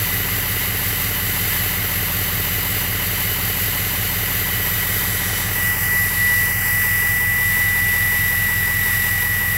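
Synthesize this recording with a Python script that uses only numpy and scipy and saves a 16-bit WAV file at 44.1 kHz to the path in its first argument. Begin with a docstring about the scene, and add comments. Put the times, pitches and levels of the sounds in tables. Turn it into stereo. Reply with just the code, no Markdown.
"""A workshop: a big turbocharged V8 diesel idles, heard by a phone that moves up to the tailpipe mouth.
Unequal firings boom in the pipe and gas hisses out, ringing its high modes. Behind it the block drones,
valve gear and injectors knock, and steady engine tones waver. The turbo's whistle, fluttering with
the exhaust pressure, beams from the opening and grows loud as the phone closes in after about 5 s."""
import sys
import numpy as np
from scipy import signal
from scipy.fft import rfft, irfft, next_fast_len
from scipy.io import wavfile
from scipy.ndimage import map_coordinates

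SR = 44100
rng = np.random.default_rng(int(sys.argv[2]) if len(sys.argv) > 2 else 0)


def file_out(sig):
    """Save sig as 16-bit WAV at sys.argv[1]."""
    # one column per channel
    cols = np.atleast_2d(sig).T
    # limit, then scale
    lim = np.clip(cols, -1, 1)
    pcm = np.round(lim * 32767).astype(np.int16)
    wavfile.write(sys.argv[1], SR, pcm)


N = 422037
TIME = np.arange(N) / SR
FFT_SIZE = next_fast_len(N + SR // 2, real=True)
HZ = np.maximum(np.arange(FFT_SIZE // 2 + 1) * SR / FFT_SIZE, 1)
MIC_LAG_S = 0.00043


def undb(db):
    """Decibels to gain."""
    return 10 ** (np.asarray(db) / 20)


def unit_rms(x):
    """Scale to an rms of 1."""
    return x / np.sqrt(np.mean(x ** 2))


def blend(far, near, close):
    """Far value beside the truck (close = 0), near value at the pipe mouth (close = 1)."""
    return far + close * (near - far)


def bell(x, centre, width):
    """Gaussian of height 1."""
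    return np.exp(-((x - centre) / width) ** 2 / 2)


def bumps(axis, rows):
    """Two dB curves of Gaussian dips and swells; rows are (centre, width, first dB, second dB)."""
    return sum(np.array([[a], [b]]) * bell(axis, centre, width) for centre, width, a, b in rows)


def curves(table):
    """Columns of a time table, one value per sample."""
    times, *columns = np.transpose(table)
    return [np.interp(TIME, times, column) for column in columns]


def wander(rate_hz):
    """Random drift with a spread near 1."""
    points = rng.standard_normal(int(TIME[-1] * rate_hz) + 2)
    return np.sqrt(3 / 2) * np.interp(TIME * rate_hz, np.arange(len(points)), points)


def white(shape=N):
    """White noise at 0 dB per Hz."""
    return np.sqrt(SR / 2) * rng.standard_normal(shape)


def repeating(turns, points):
    """One random shake, repeated on every turn."""
    return np.interp(turns % 1 * points, np.arange(points), white(points))


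def delayed(x, lag_s):
    """Moving delay; a negative lag reads early."""
    return map_coordinates(x, [(TIME - lag_s) * SR], mode="mirror")


def filtered(x, response):
    """Apply a frequency response given on HZ."""
    return irfft(rfft(np.float32(x), FFT_SIZE) * np.complex64(response), FFT_SIZE)[..., :N]


def resonance(hz, width_hz):
    """Response of one damped mode, gain 1 at the centre."""
    return 1 / (1 + 1j * (HZ / hz - hz / HZ) * hz / width_hz)


def bandpass(x, hz, width_hz):
    """Butterworth band around hz."""
    edges_hz = [hz - width_hz / 2, hz + width_hz / 2]
    return signal.sosfilt(signal.butter(2, edges_hz, "bandpass", fs=SR, output="sos"), x)


def moving_band(x, hz, width_hz):
    """Band around a moving centre: shift to zero, smooth, shift back."""
    carrier = np.exp(2j * np.pi * np.cumsum(hz) / SR)
    pole = np.exp(-np.pi * width_hz / SR)
    return 2 * np.real(carrier * signal.lfilter([(1 - pole) / 2] * 2, [1, -pole], x / carrier))


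def colour(x, table, close, scale=1, skirt_db_per_oct=0):
    """Blend a far and a near spectrum; the skirt falls away below the first row."""
    hz, *columns = np.transpose(table)
    skirt_db = skirt_db_per_oct * np.minimum(np.log2(HZ / hz[0]), 0)
    spectra_db = [scale * np.interp(np.log(HZ), np.log(hz), db) + skirt_db for db in columns]
    far, near = (filtered(x, undb(db)) for db in spectra_db)
    return blend(far, near, close)


def at_mics(x):
    """Sound from the truck reaches the right microphone first."""
    left = np.pad(x, (round(MIC_LAG_S * SR), 0))[:N]
    return np.array([left, x])


def airborne(direct, source=white, path=at_mics):
    """Stereo source: a direct share of the power, plus room sound alike only in the bass."""
    coherence = np.sinc(2 * HZ * MIC_LAG_S)
    mid, side = (filtered(source(), np.sqrt((1 + sign * coherence) / 2)) for sign in (1, -1))
    room = np.array([mid + side, mid - side])
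    return np.sqrt(direct) * path(source()) + np.sqrt(1 - direct) * room


# cylinders in firing order: strength/dB, lateness at the tailpipe/ms
CYLINDERS = [(3.3, 0.1), (-4.4, 0.5), (2.2, -0.3), (0.2, 0.6), (-1.0, 0.4), (3.8, 0.9), (-0.8, -1.4),
             (2.1, 1.2)]
# low pipe modes: f/Hz, width/Hz, level/dB, polarity
PIPE_MODES = [(40.2, 7.0, -4.9, 1), (80.8, 12.7, -5.5, 1), (97.4, 6.1, 0.0, 1), (120.3, 6.0, -1.4, -1),
              (168.0, 23.3, -7.1, -1), (164.8, 8.7, -3.0, 1)]


def exhaust_pressure(firings, first_firing=0.9, scatter_db=0.5, jitter_s=0.00008, low_cut_hz=35):
    """Each cylinder sends its own pulse down the pipe; their unevenness makes the idle lope."""
    number = np.arange(-1, int(firings[-1]))
    strength_db, late_ms = np.array(CYLINDERS)[number % len(CYLINDERS)].T
    time_error, level_error = rng.standard_normal((len(number), 2)).T
    arrival_s = np.interp(number + first_firing, firings, TIME) + late_ms / 1000 + jitter_s * time_error
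    arrival_sample = np.clip(arrival_s * SR, 0, N - 1).astype(int)
    pulses = np.bincount(arrival_sample, undb(strength_db + scatter_db * level_error), N)
    pipe = sum(sign * undb(db) * resonance(hz, width) for hz, width, db, sign in PIPE_MODES)
    # the open end radiates no deep bass
    s = 1j * HZ / low_cut_hz
    mouth = s ** 2 / (1 + np.sqrt(2) * s + s ** 2) / (1 + (low_cut_hz / HZ) ** 10)
    muffler = 1 / (1 + (HZ / 520) ** 4)
    return unit_rms(filtered(pulses, pipe * mouth * muffler))


def pipe_boom(pressure, close, gain_db=-27.5, thinning=0.66, twist_rad=0.29, advance_s=0.0015):
    """The pipe's deep throb; it arrives earlier as the path shortens."""
    pressure = delayed(pressure, -advance_s * close)
    # overtones reinforced by floor and body weaken near the mouth
    overtones = filtered(pressure, resonance(hz=183.6, width_hz=62))
    left, right = at_mics(pressure - thinning * close * overtones)
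    # a standing wave between the walls shifts the lowest note's phase from left to right
    left = filtered(left, np.exp(-1j * twist_rad / (1 + (HZ / 60) ** 8)))
    return np.array([left, right]) * undb(gain_db)


# bearing of the jet: t/s, left microphone's lead/ms, direct share
JET_BEARING = [(4.65, .05, .3), (4.75, 0, .4), (5.4, 0, .45), (5.55, .085, .7), (5.7, .125, .8),
               (5.9, .132, .98), (6.05, .14, .8), (6.2, .145, .5), (6.55, .132, .99), (6.8, .122, .88),
               (7.25, .12, .82), (7.6, .11, .5), (9.57, .11, .45)]


def gas_jet(scattered_share=0.63, focus_hz=3900, focus_width_hz=1000):
    """The jet's middle band beams from the mouth; the rest is partly scattered under the truck."""
    lead_ms, direct = curves(JET_BEARING)
    beamed = airborne(direct, path=lambda x: np.array([delayed(x, -lead_ms / 1000), x]))
    focus = np.exp(-((HZ - focus_hz) / focus_width_hz) ** 4)
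    scattered = scattered_share * (1 - focus)
    return filtered(beamed, np.sqrt(1 - scattered)) + filtered(white((2, N)), np.sqrt(scattered))


# hiss spectrum: f/Hz, far level/dB, near level/dB
GAS_SPECTRUM = [(1110, -73.5, -73), (1610, -64.5, -63), (1726, -57.5, -59), (1870, -59.5, -54.5),
                (2170, -56, -59.5), (2170, -65.5, -63.5), (3120, -59.5, -64), (3360, -63.5, -62),
                (4970, -64.5, -66.5), (8130, -65, -72), (8700, -75, -79), (11190, -58, -69),
                (12900, -58, -59.5), (14000, -59.5, -66.5), (15600, -64.5, -63)]
# hollows between the pipe's cross modes: f/Hz, half-width/Hz, far gain/dB, near gain/dB
HOLLOWS = [(3300, 113, -5.5, -11.5), (4320, 330, 0, -5.5), (5390, 220, -7.5, -5), (6580, 300, -4.5, -9.5)]
# the jet's brightest band, far row then near row: f/Hz, left gain/dB, right gain/dB
BRIGHT_BAND = [(10900, 1, -2.5), (10070, 10, 7)]
# swings of the phone: t/s, half-width/s, left gain/dB, right gain/dB
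SWINGS = [(4.67, 0.033, -1, 2), (4.8, 0.054, 0, 0), (5.15, 0.29, 0.5, -1), (5.78, 0.18, 1, 0.5),
          (6.3, 0.2, 1, -1), (6.75, 0.23, 0.5, 2), (7.3, .12, -1.5, 0.5)]


def gas_hiss(firings, close, puff_db=0.5, flicker_db=0.5, sway_db=0.44, balance_db=(-0.5, 1)):
    """Turbulent gas leaves the hollow pipe, puffing a little with each firing."""
    hiss = colour(gas_jet(), GAS_SPECTRUM, close, skirt_db_per_oct=13)
    far, near = (filtered(hiss, undb(db)) for db in bumps(HZ, HOLLOWS))
    hiss = blend(far, near, close)
    bright_hz, *swell_db = (blend(far, near, close) for far, near in zip(*BRIGHT_BAND))
    bright = moving_band(hiss, bright_hz, width_hz=3000)
    hiss = hiss + (undb(swell_db) - 1) * bright
    flow_db = puff_db * np.cos(2 * np.pi * firings) + flicker_db * wander(rate_hz=18)
    aim_db = np.array([db + sway_db * wander(rate_hz=2.76) for db in balance_db]) + bumps(TIME, SWINGS)
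    return standing_waves(glancing_reflection(hiss)) * undb(flow_db + aim_db)


# block drone spectrum: f/Hz, far level/dB, near level/dB
BLOCK_SPECTRUM = [(20, -79, -82), (60, -75, -82), (97, -68, -57), (140, -56.5, -57), (206, -60, -60.5),
                  (230, -68.5, -67.5), (288, -61, -64), (333, -69, -75.5), (366, -62, -64), (515, -67, -73),
                  (603, -61.5, -69), (622, -72, -73), (710, -63, -69.5), (855, -66.5, -64.5),
                  (990, -64, -68.5), (1190, -59, -61), (1500, -59.5, -70), (2600, -68, -66.5),
                  (4030, -82.5, -84)]


def block_drone(firings, close, loose_share=0.15, buzz_share=0.34, buzz_above_hz=450, direct=0.49):
    """The block shakes alike on every engine cycle; higher up it buzzes with each firing."""
    buzz = buzz_share / (1 + (buzz_above_hz / HZ) ** 4)
    per_cycle = airborne(direct, lambda: repeating(firings / len(CYLINDERS), points=8080))
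    per_firing = airborne(direct, lambda: repeating(firings, points=1010))
    periodic = filtered(per_cycle, np.sqrt(1 - buzz)) + filtered(per_firing, np.sqrt(buzz))
    shake = np.sqrt(1 - loose_share) * periodic + np.sqrt(loose_share) * airborne(direct=0.11)
    return colour(shake, BLOCK_SPECTRUM, close, skirt_db_per_oct=12)


# knocks in one engine cycle: onset/firings, decay/firings, f/Hz, width/Hz, far level/dB, near level/dB
KNOCKS = [(2.19, 0.71, 1053, 390, -47, -48.5), (2.74, 1, 960, 320, -47, -47),
          (3.95, 0.42, 925, 230, -50.5, -54), (4.39, 1, 1020, 170, -49, -48),
          (4.4, .35, 970, 150, -50, -63), (2.64, 0.63, 386, 125, -53, -62),
          (2.84, .3, 460, 113, -55.5, -51), (3.7, 0.45, 535, 140, -56.5, -59),
          (5.4, 0.38, 460, 104, -48.5, -64), (8.5, 0.4, 424, 140, -48, -68),
          (8.4, 0.56, 610, 210, -53.5, -61), (1.68, 0.4, 184, 56, -64, -49.5),
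          (6.1, 0.35, 158, 49, -45.5, -60), (1.95, 0.49, 3040, 190, -42, -60)]


def knocks(firings, close, rise_firings=0.13, repeat_share=0.85):
    """Valve gear and injectors strike at set places in the cycle and ring, much the same each time."""
    repeated = airborne(direct=0.31, source=lambda: repeating(firings / len(CYLINDERS), points=8080))
    rattle = np.sqrt(repeat_share) * repeated + np.sqrt(1 - repeat_share) * airborne(direct=0.27)
    out = 0
    for onset, decay, hz, width_hz, far_db, near_db in KNOCKS:
        age = np.float32((firings - onset) % len(CYLINDERS))
        envelope = (1 - np.exp(-age / rise_firings)) * np.exp(-age / decay)
        ring = unit_rms(bandpass(rattle * envelope, hz, width_hz))
        out += ring * blend(undb(far_db), undb(near_db), close)
    return out


# engine tones at mean idle: f/Hz, far level/dB, near level/dB
ENGINE_TONES = [(152, -46, -50), (273, -46, -54), (394, -52, -57), (782, -53, -50), (1184, -52, -56),
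                (1296, -50, -55), (1526, -49, -55)]


def engine_tones(firing_hz, close, waver_db=2, slip_rad=0.57):
    """Steady engine tones, mostly overtones of the firing, follow the idle speed and waver a little."""
    crank_time_s = np.cumsum(firing_hz / firing_hz.mean()) / SR
    out = 0
    for hz, far_db, near_db in ENGINE_TONES:
        phase = 2 * np.pi * hz * crank_time_s + slip_rad * wander(rate_hz=12)
        db = blend(far_db, near_db, close) + waver_db * (wander(rate_hz=16) - 0.4)
        out += np.sin(phase) * undb(db)
    return np.sqrt(2) * out


# high pipe modes: f/Hz, width/Hz, far level/dB, near level/dB
HIGH_MODES = [(2150, 26, -39.5, -43), (2830, 10, -45.5, -56), (2970, 8.8, -38, -47),
              (3100, 100, -51.5, -55)]


def pipe_ring(firings, close, peak_firings=0.804, sharpness=1.14):
    """Each puff of gas sets the pipe's high modes ringing."""
    envelope = np.exp(sharpness * np.cos(2 * np.pi * (firings - peak_firings)))
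    puffs = airborne(direct=0.26) * envelope
    return sum(unit_rms(filtered(puffs, resonance(hz, width_hz))) * undb(blend(far_db, near_db, close))
               for hz, width_hz, far_db, near_db in HIGH_MODES)


def turbine_pitch(firing_hz, start_hz=1952, creep_hz_per_s=0.85, hz_per_firing_hz=80, spool_s=1.9):
    """The heavy rotor lags the engine's small changes of speed; its pitch also creeps up."""
    pole = np.exp(-1 / (spool_s * SR))
    lagged_change_hz = signal.lfilter([1 - pole], [1, -pole], firing_hz - firing_hz[0])
    return start_hz + creep_hz_per_s * TIME + hz_per_firing_hz * lagged_change_hz


# whistle as the phone enters its beam: t/s, left level/dB, right level/dB
WHISTLE_BEAM = [(1.8, -24.5, -25.5), (2.5, -29.5, -28.5), (4.15, -28, -25.5), (4.6, -33.5, -22.5),
                (5.2, -26.5, -21.5), (5.65, -19.5, -15.5), (5.95, -26, -13.5), (6.25, -15, -16.5),
                (6.4, -21, -15), (6.8, -20.5, -20), (7.9, -21.5, -17), (8.3, -20.5, -22),
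                (9.57, -21.5, -24)]
# floor reflection interfering with the whistle: t/s, half-width/s, left gain/dB, right gain/dB
DEAD_SPOTS = [(5.45, .055, -18, -6.5), (5.56, 0.044, 4.5, -12), (5.79, 0.033, -4, -15),
              (5.87, 0.03, -10, -3), (6.125, 0.038, -5, -22), (6.58, 0.076, -4, -10)]
# sidebands one firing rate away: t/s, lower left/dB, lower right/dB, upper left/dB, upper right/dB
SIDEBANDS = [(4.1, -35, -43, -31, -51), (4.7, -38, -32, -32, -47), (5.4, -54, -32, -49, -35),
             (5.85, -43, -34, -46, -31), (6.6, -41, -34, -33, -32), (7.1, -37, -32, -42, -38),
             (9.57, -33, -30, -39, -41)]


def turbo_whistle(firing_hz, firings, pressure, close, lope_rad=0.021, jitter_rad=0.012, skew_rad=3.0):
    """Exhaust pulses bend the turbine's tone; each sideband takes its own path to the microphones."""
    phase = 2 * np.pi * np.cumsum(turbine_pitch(firing_hz)) / SR
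    phase += lope_rad * pressure + jitter_rad * wander(rate_hz=120)
    beat = 2 * np.pi * firings + skew_rad
    # the left microphone's lead shrinks as the phone turns to face the mouth
    lead_rad = blend(2.98, 0.13, close)
    phases = np.array([phase + lead_rad, phase])
    tone = np.sin(phases) * undb(np.array(curves(WHISTLE_BEAM)) + bumps(TIME, DEAD_SPOTS))
    lower, upper = np.split(undb(curves(SIDEBANDS)), 2)
    flutter = upper * np.sin(phases + beat) - lower * np.sin(phases - beat)
    second_sideband = undb(-44) * np.sin(phases + 2 * beat)
    return np.sqrt(2) * (tone + flutter + second_sideband)


# reflection off the truck's body, then off the pipe: t/s, lag/ms, left gain, right gain
REFLECTION = [(4.55, .49, 0, 0), (4.7, .495, .15, .6), (4.88, .52, .15, .55), (4.98, .53, 0, 0),
              (5.0, .1, 0, 0), (5.1, .104, 0, .3), (5.38, .115, 0, .55), (5.6, .134, 0, .35),
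              (5.9, .146, 0, .45), (6.05, .16, 0, .45), (6.35, .17, 0, 0)]


def glancing_reflection(hiss, above_hz=7000):
    """A reflection's path changes as the phone moves, sweeping a comb through the top of the hiss."""
    lag_ms, *gains = curves(REFLECTION)
    treble = filtered(hiss, 1 / (1 + (above_hz / HZ) ** 6))
    combed = [(mic + gain * delayed(mic, lag_ms / 1000)) / np.sqrt(1 + gain ** 2)
              for mic, gain in zip(treble, gains)]
    return hiss - treble + np.array(combed)


# standing waves: t/s, half-width/s, f/Hz, width/Hz, left gain/dB, right gain/dB
STANDING_WAVES = [(5.05, 0.24, 2800, 350, -13, -18), (5.0, .3, 4300, 700, -4, -7),
                  (5.38, 0.17, 5800, 700, 4.5, 0), (6.2, .5, 9600, 1200, 4.5, -3),
                  (6.1, 0.65, 6500, 700, 0, -22)]


def standing_waves(hiss):
    """Standing waves under the truck lift or hollow out a band as the phone passes through."""
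    for at_s, half_width_s, hz, width_hz, left_db, right_db in STANDING_WAVES:
        band = signal.lfilter(*signal.iirpeak(hz, hz / width_hz, fs=SR), hiss)
        gain = undb(bumps(TIME, [(at_s, half_width_s, left_db, right_db)]))
        hiss = hiss + band * (gain - 1)
    return hiss


def stream_rush(at_s=5.5, half_width_s=0.5, gain_db=-61):
    """A soft rush as the phone crosses the exhaust stream."""
    rush = bandpass(at_mics(white()), hz=1120, width_hz=650)
    return rush * undb(gain_db) * bell(TIME, at_s, half_width_s)


# engine speed: t/s, firing rate/Hz
FIRING_RATE = [(0.0, 43.65), (0.5, 44.12), (1.3, 43.72), (2.3, 43.28), (3.0, 43.66), (5.0, 43.72),
               (6.3, 43.63), (7.3, 44.14), (7.9, 43.34), (9.57, 43.51)]
# phone position: t/s, closeness (0 far, beside the truck; 1 near, at the pipe mouth)
CLOSENESS = [(0, 0.097), (5.3, 0.033), (5.8, 0.54), (6.4, 0.74), (7.2, 0.96), (8.8, 1), (9.57, 0.94)]
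# microphone colour, left minus right: f/Hz, far/dB, near/dB
MIC_COLOUR = [(150, -0.5, 1.5), (500, -3, -1.2), (1280, 1.5, -4), (1800, 4, 1), (2100, 5.5, -1),
              (2390, -3, -1), (2880, -1, 0.5), (2900, 0.5, -0.5), (4400, 0.5, 3.5), (6450, 3.5, 5),
              (8100, 2, 0.5), (10400, -2, 0), (11470, -1, 1), (11960, -10.5, -10.5), (15600, -6, -2.5)]


def scene():
    """The crankshaft paces the engine's sounds; their balance shifts as the phone comes close."""
    firing_hz, = curves(FIRING_RATE)
    close, = curves(CLOSENESS)
    firings = np.cumsum(firing_hz) / SR
    pressure = exhaust_pressure(firings)
    air = gas_hiss(firings, close) + block_drone(firings, close) + knocks(firings, close)
    air += engine_tones(firing_hz, close) + pipe_ring(firings, close) + stream_rush()
    air = np.array([colour(mic, MIC_COLOUR, close, scale) for mic, scale in zip(air, (0.5, -0.5))])
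    return pipe_boom(pressure, close) + air + turbo_whistle(firing_hz, firings, pressure, close)


def record(dry):
    """The phone cuts the top steeply."""
    cutoff_hz = 15750
    return filtered(dry, 1 / np.sqrt(1 + np.minimum(HZ / cutoff_hz, 1.1) ** 600))


dry = scene()
out = record(dry)
file_out(out)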